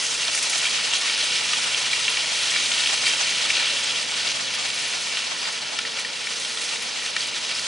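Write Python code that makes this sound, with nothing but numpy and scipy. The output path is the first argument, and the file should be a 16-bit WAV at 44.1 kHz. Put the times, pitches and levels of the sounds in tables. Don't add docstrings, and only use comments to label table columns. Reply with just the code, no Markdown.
import sys
import numpy as np
from scipy import signal
from scipy.fft import rfft, irfft, next_fast_len
from scipy.io import wavfile
from scipy.ndimage import uniform_filter1d

SR = 44100
rng = np.random.default_rng(int(sys.argv[2]) if len(sys.argv) > 2 else 0)


def generate_wav(sig):
    pcm = np.round(np.clip(np.atleast_2d(sig).T, -1, 1) * 32767).astype(np.int16)
    wavfile.write(sys.argv[1], SR, pcm)


def gain_from_db(level_db):
    decades = np.asarray(level_db, float) / 20
    return 10 ** decades


N = 338247


def evened(x):
    return x / np.sqrt(np.mean(x ** 2) + 1e-20)


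def read(points, hz):
    f, value = np.transpose(points)
    return np.interp(np.log(hz + 1), np.log(f + 1), value)


def add(mix, s, sound):
    part = mix[..., round(s * SR):][..., :sound.shape[-1]]
    part += sound[..., :part.shape[-1]]


def filtered(x, response):
    size = next_fast_len(N)
    hz = np.fft.rfftfreq(size, 1 / SR)
    return irfft(rfft(x, size) * response(hz), size)[..., :N]


def left_right(pan_db):
    return np.array([[pan_db], [-pan_db]]) / 2


# time in seconds, level of the firing tone in dB, of the pump in dB, of the fan in dB.
ENGINE_TONES = [(0, -59, -50, -67), (1, -61, -60, -66), (2, -52.5, -55, -71), (3, -55.5, -62, -60),
                (4, -52.5, -60, -59), (4.7, -54.5, -67, -69), (5.3, -64, -57, -53), (6.5, -79, -49.5, -64),
                (7.67, -55, -61, -55)]


def hum():
    tones_hz, pans_db = (121.5, 453, 234), (-9, -14, -6)
    s, *levels = np.transpose(ENGINE_TONES)
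    t, out = np.arange(N) / SR, np.zeros((2, N))
    for hz, pan_db, db in zip(tones_hz, pans_db, levels):
        waver = evened(uniform_filter1d(rng.standard_normal(N), size=9000))
        tone = np.sin(2 * np.pi * np.cumsum(hz * (1 + 0.0024 * waver)) / SR)
        level_db = np.interp(t, s, db) - 4 + 0.8 * waver[::-1]
        out += gain_from_db(level_db + left_right(pan_db)) * tone
    return out


# time in seconds, flow in dB, share of fine grit in dB.
STREAM_FLOW = [(0.0, -26.5, 3.5), (0.4, -26, -3.5), (0.72, -23.5, -3), (1.0, -24.5, -4.5), (1.25, -24, -3),
               (2.2, -24.5, -3), (2.5, -23.5, -2), (3.6, -22.5, -4.5), (3.8, -25.5, -3.5), (4.5, -26, -4.5),
               (5.0, -28, -2), (5.7, -30.5, -4), (6.0, -29.5, -5), (6.2, -31.5, -1.5), (6.5, -30.5, 1),
               (6.95, -30.5, -3), (7.2, -29.5, -5), (7.66, -29.5, -0.5)]
# middle in seconds, length in seconds, change of flow in dB, change of grit in dB.
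CLUMPS_AND_LULLS = [(0.37, 0.065, 1, 5.5), (0.543, .15, -1.5, 4.5), (0.686, 0.067, 1, 0),
                    (0.95, 0.028, 2.5, 2), (1.047, 0.086, -0.5, 2), (1.225, 0.039, 2, -2),
                    (2.555, 0.036, 3, -4), (2.833, 0.091, 0.5, 0), (3.08, 0.045, 3, -0.5),
                    (3.62, .1, 2, -4), (3.894, 0.064, 2, -2.5), (4.29, .05, 2.5, -1),
                    (4.37, .08, -2.5, 1.5), (5.167, 0.065, 2, -1.5), (5.33, 0.054, -0.5, -1),
                    (5.998, 0.034, -0.5, 3.5), (6.11, .08, -2, -0.5), (6.633, 0.038, 1.5, 2),
                    (6.746, 0.033, 3, -0.5), (7.07, 0.04, 2, 2.5), (7.218, 0.054, 3, 2.5)]


def stream():
    s, *slow = np.transpose(STREAM_FLOW)
    at, length, *bumps = np.transpose(CLUMPS_AND_LULLS)
    t = np.arange(0, N / SR + .01, .005)
    bells = np.exp(-2 * ((t[:, None] - at) / length) ** 2)
    courses = []
    for db, bump in zip(slow, bumps):
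        course = np.interp(t, s, db) + bells @ bump
        courses.append(np.interp(np.arange(N) / SR, t, course))
    return courses


# frequency in Hz, level in dB per Hz.
RUMBLE_COLOUR = [(15, -70), (25, -38), (90, -13), (119, -8.5), (228, -1.5), (316, -2.5), (415, -3),
                 (460, 1.5), (756, -5.5), (913, -1), (1120, -6), (1380, -11.5), (1500, -5.5), (1950, -47),
                 (3300, -120)]
# frequency in Hz, likeness from -1 to 1.
RUMBLE_LIKENESS = [(60, 1), (96, -0.029), (150, 0.31), (250, -0.49), (400, -0.56), (640, 0.33),
                   (1030, -0.22), (1660, -1.2), (2660, 0.9), (4270, 0.9), (6860, 0.82), (11000, 0.75)]


def rumble():
    def likeness(hz):
        return np.clip(read(RUMBLE_LIKENESS, hz), -1, 1)

    left, other = rng.standard_normal((2, N))
    right = filtered(left, likeness) + filtered(other, lambda hz: np.sqrt(1 - likeness(hz) ** 2))
    both = filtered(np.array([left, right]), lambda hz: gain_from_db(read(RUMBLE_COLOUR, hz)))
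    level_db = -47 + 0.25 * (stream()[0] + 28.5) + 5
    return gain_from_db(level_db) * evened(both)


def rush(channels, surge_db, patch_db):
    frames = N // 64 + 5
    a, b, patch = rng.standard_normal((frames, 129, channels, 3)).T
    patch = uniform_filter1d(patch, size=5, axis=1)
    patch = evened(uniform_filter1d(patch, size=24, axis=2))
    surge = uniform_filter1d(rng.standard_normal((frames, 129)).T, size=200, axis=0)
    quick, slow = [uniform_filter1d(surge, size=size, axis=1) for size in (14, 30)]
    surge = evened(quick + slow * 0.13)
    z = (a + 1j * b) * gain_from_db(surge_db * surge + patch_db * patch)
    return evened(signal.istft(z, nperseg=256, noverlap=192)[1][:, :N])


def flowing(x):
    flow_db, grit_db = stream()
    swell_db, grit_db = flow_db - flow_db.mean(), grit_db - grit_db.mean()
    thud = gain_from_db(-0.43 * swell_db + 0.077 * grit_db)
    upper = gain_from_db(-0.42 * swell_db + 0.059 * grit_db)
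    low, mid, high = [filtered(x, lambda hz: 1 / (1 + (hz / edge_hz) ** 8)) for edge_hz in (2050, 3600, 5500)]
    bands = low * thud + (mid - low) + (high - mid) * upper + (x - high) * gain_from_db(grit_db)
    return gain_from_db(flow_db) * bands


# frequency in Hz, level in dB per Hz.
TREE_COLOUR = [(350, -46), (600, 7), (1590, 4.5), (3060, 7.5), (5840, 5), (8020, 6), (10400, -29),
               (11000, -27), (14300, -49), (22000, -120)]


def scatter():
    noise = rush(channels=2, surge_db=-4.3, patch_db=3.0)
    diffuse = filtered(noise, lambda hz: gain_from_db(read(TREE_COLOUR, hz)))
    return flowing(gain_from_db(-9.0) * evened(diffuse))


# start in seconds, level in dB, pitch in Hz, time to fade by 60 dB in seconds.
STEEL_HITS = [
    (1.03, -31, 1136, 0.2),
    (1.53, -23, 1214, 0.074),
    (3.6, -43, 570, .3),
    (3.72, -36.5, 570, 0.35),
    (4.58, -32.5, 1200, 0.23),
]


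def clangs():
    out, t = np.zeros(N), np.arange(SR // 2) / SR
    for s, db, hz, t60 in STEEL_HITS:
        rise = np.minimum(t / 0.0023, 1)
        add(out, s, gain_from_db(db - 60 * t / t60) * rise * np.sin(2 * np.pi * hz * t))
    return out


# start in seconds, peak in dB, pitch in Hz, left-right difference in dB.
SPLINTERS = [(0.3471, -19, 9350, 6), (0.4204, -31, 9650, 12), (0.9822, -22, 9200, 3), (1.175, -24, 9000, 6),
             (1.5828, -31, 9080, 1.5), (2.0994, -27, 10200, 1.0), (3.8377, -21.5, 8100, 2),
             (4.0213, -25, 8550, 3), (4.1006, -25, 7440, 0.0), (4.5371, -27, 10600, -1),
             (4.6624, -31, 9900, 1.0), (4.7406, -27, 10500, 3), (4.7894, -31, 10500, 1.5),
             (4.8184, -29, 10200, 1.0), (4.8743, -27, 10400, 1.0), (6.8219, -30, 10500, 13)]


def chips():
    out, t = np.zeros((2, N)), np.arange(1300) / SR
    for (s, db, hz, pan_db), apart in zip(SPLINTERS, rng.uniform(0.0036, 0.011, len(SPLINTERS))):
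        pair = np.sin(2 * np.pi * hz * t) + 0.93 * np.sin(2 * np.pi * hz * (1 - apart) * t)
        ring = np.minimum(t / 0.0029, 1) * gain_from_db(-60 * t / 0.063) * pair
        add(out, s, gain_from_db(db - 4.5 + left_right(pan_db)) * ring)
    return out


# start in seconds, peak in dB.
GRIT_PUFFS = [(0.197, -24), (0.3331, -17), (0.3463, -8), (0.3744, -9), (0.426, -2.5), (0.4953, -2.5),
              (0.579, -4), (0.6574, -14), (0.9333, -14), (1.2394, -10), (1.6217, -66), (3.0764, -8),
              (4.356, -14), (5.1754, -13), (5.5234, -13), (5.9923, -10), (6.3966, -10), (6.615, -11),
              (6.6384, -15), (7.063, -19), (7.1, -20), (7.2684, -13), (7.3791, -14), (7.5694, -21),
              (7.5914, -11)]


def spits():
    out, t = np.zeros(N), np.arange(2000) / SR
    puff = np.minimum(t / 0.0016, 1) * np.exp(-t / 0.011)
    for (s, db), grit in zip(GRIT_PUFFS, rng.standard_normal((len(GRIT_PUFFS), 2000))):
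        add(out, s, gain_from_db(db - 7.5) * grit * puff)
    return filtered(out, lambda hz: 1 / (1 + (4600 / (hz + 1)) ** 4) / (1 + (hz / 9000) ** 2))


def pebbles(count=40):
    over_flow_db, spread_db, low_hz, high_hz = 9, 2.5, 2300, 4200
    when, size, pitch = rng.random((count, 3)).T
    flow_db = stream()[0][(when * N).astype(int)]
    db = flow_db + over_flow_db + spread_db * (2 * size - 1)
    return list(zip(when * N / SR, db, low_hz * (high_hz / low_hz) ** pitch))


# start in seconds, peak in dB, ring pitch in Hz, crack in dB against the peak.
LARGE_STONES = [(0.2808, -8.5, 3000, -0.5), (0.3476, -4.5, 5270, -6), (0.5322, -5.5, 2420, -18),
                (0.5581, -9, 3720, 0.5), (0.6539, -4, 2560, -8), (0.669, -4, 3180, -10),
                (0.915, -11, 2770, -20), (0.935, -2, 2980, -9), (1.2104, -16, 2760, 2),
                (1.5334, -5.5, 2730, -6), (1.7445, -3, 2870, -13), (1.912, -8, 3230, -11),
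                (1.9305, -3, 2570, -11), (2.0803, 0.5, 2840, -16), (2.1705, -5, 2370, -14),
                (2.5611, -5, 2360, -5), (2.7162, -1.5, 2970, -14), (2.7806, -5.5, 2700, -13),
                (2.8595, -2, 2810, -14), (2.8724, 0, 3100, -12), (3.038, -4, 2750, -12),
                (3.0669, -1.5, 2660, -15), (3.078, -2, 2430, -20), (3.5014, 0.5, 2430, -20),
                (5.171, -7, 3180, -2), (5.7882, -9.5, 2840, 1.5), (5.988, -23, 2350, 7),
                (6.048, -13, 2000, -2), (7.0614, -17, 2830, 3.5), (7.1645, -14.5, 2590, 7)]
# start in seconds, peak in dB, ring pitch in Hz.
MIDDLING_STONES = [(0.231, -9.5, 2780), (0.375, -13, 2280), (0.9534, -7, 3290), (1.0974, -6, 2770),
                   (1.489, -11, 2850), (2.537, -7, 2730), (2.8365, -6, 3000), (3.093, -21, 2450),
                   (3.115, -10, 3350), (3.6276, -5, 2770), (3.768, -7.5, 2820), (3.907, -9, 2940),
                   (4.177, -11, 2520), (4.275, -10, 4540), (4.554, -9.5, 3240), (4.6848, -11, 2250),
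                   (4.702, -8, 3030), (5.123, -8.5, 2540), (5.4537, -10, 2260), (5.8507, -11, 2010),
                   (6.27, -8.5, 2300), (6.4487, -10.5, 3380), (6.572, -10, 3500), (6.7334, -12, 2750),
                   (7.019, -15, 1900), (7.206, -11, 4400), (7.3662, -14, 2500), (7.512, -9, 2400),
                   (7.551, -8.5, 4900), (7.5946, -7.5, 4550)]


def knocks():
    out, t = np.zeros(N), np.arange(2000) / SR
    upper = signal.butter(3, (1300, 5400), "bandpass", fs=SR)
    tap_crack_db = -8
    stones = LARGE_STONES + [(*row, tap_crack_db) for row in MIDDLING_STONES + pebbles()]
    for (s, db, hz, crack_db), grit in zip(stones, rng.standard_normal((len(stones), 2000))):
        scuffle = grit * np.minimum(t / 0.00018, 1) * np.exp(-t / .0028)
        scuffle[12] += 5.6
        r = np.exp(-np.pi * 900 / SR)
        mode = [1, 0, -0.86], [1, -2 * r * np.cos(2 * np.pi * hz / SR), r * r]
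        ring = signal.lfilter(*mode, signal.lfilter(*mode, scuffle))
        crack = signal.lfilter(*upper, scuffle)
        ring, crack = ring / abs(ring).max(), crack / abs(crack).max()
        add(out, s, gain_from_db(db - 10.0) * (ring + gain_from_db(1.24 * crack_db + 7) * crack))
    bounce_s, bounce_db = 0.002184, -5.5
    return filtered(out, lambda hz: 1 + gain_from_db(bounce_db) * np.exp(-2j * np.pi * hz * bounce_s))


def clatter(per_s, spread_db, cycles, count=24):
    size = gain_from_db(spread_db * np.minimum(rng.exponential(1, N), 5))
    size = size * (rng.random(N) < per_s / SR)
    kind, t, out = rng.integers(0, count, N), np.arange(400) / SR, np.zeros(N)
    for k, hz in enumerate(np.linspace(900, 10500, count)):
        ring = np.sin(2 * np.pi * hz * t) * np.exp(-t * np.sqrt(hz * 3000) / cycles)
        out += signal.oaconvolve(size * (kind == k), ring / np.linalg.norm(ring))[:N]
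    return evened(out)


# frequency in Hz, level in dB per Hz.
POUR_COLOUR = [(200, -43), (400, -19.5), (700, -19), (1300, -9), (1650, -8), (2150, -3.5), (2900, 0),
               (3600, -2), (5000, -3.5), (6400, -7), (7600, -11.5), (9000, -13.5), (10300, -16),
               (11100, -22.5)]


def pour():
    rock = rush(channels=1, surge_db=1.21, patch_db=0.7)[0] + gain_from_db(-9.5) * clatter(1500, 1.8, 2.94)
    coloured = filtered(rock, lambda hz: gain_from_db(read(POUR_COLOUR, hz)))
    return flowing(gain_from_db(0.5) * evened(coloured))


def ground(x, echo):
    near_s, near_db, far_s, far_db = echo

    def late(hz, s, db):
        return gain_from_db(db) * np.exp(-2j * np.pi * hz * s)

    return filtered(x, lambda hz: 1 + (late(hz, near_s, near_db) + late(hz, far_s, far_db))
                    / (1 + (hz / 4800) ** 4))


# frequency in Hz, left-right difference in dB.
OPENING_LEVEL = [(60, -7), (100, -4.5), (300, -2.5), (640, -3.5), (1030, -1), (2300, 3), (3400, -2),
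                 (4500, 0), (6500, -2), (7400, -3.5), (8000, -4), (8700, 7.5), (10000, 1.5), (10900, 0)]
# frequency in Hz, left-right turn in radians.
OPENING_TURN = [(1000, 0.28), (2500, -0.031), (3010, -0.5), (3620, 0.32), (4740, 0.22), (7060, -0.23),
                (8010, 0.82), (9130, 0.63)]


def ports(x):
    sign = np.array([[.5], [-.5]])
    return filtered(x, lambda hz: gain_from_db(sign * read(OPENING_LEVEL, hz))
                    * np.exp(1j * sign * read(OPENING_TURN, hz)))


# near delay in seconds, near level in dB, far delay in seconds, far level in dB.
GROUND_ECHOES = [
    (0.002151, -10.5, .0027, -25.5),
    (0.00211, -14.5, .004, -17.5),
]


def scene():
    rock = pour() + knocks() + spits() + clangs()
    paths = np.array([ground(rock, echo) for echo in GROUND_ECHOES])
    return ports(paths + rumble()) + scatter() + chips() + hum()


def band_limit(x):
    return signal.sosfilt(signal.butter(12, 11340, fs=SR, output="sos"), x)


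def record(dry):
    limited = filtered(dry, lambda hz: np.clip((11040 - hz) / 40, 0, 1))
    return band_limit(limited)


dry = scene()
out = record(dry)
generate_wav(out)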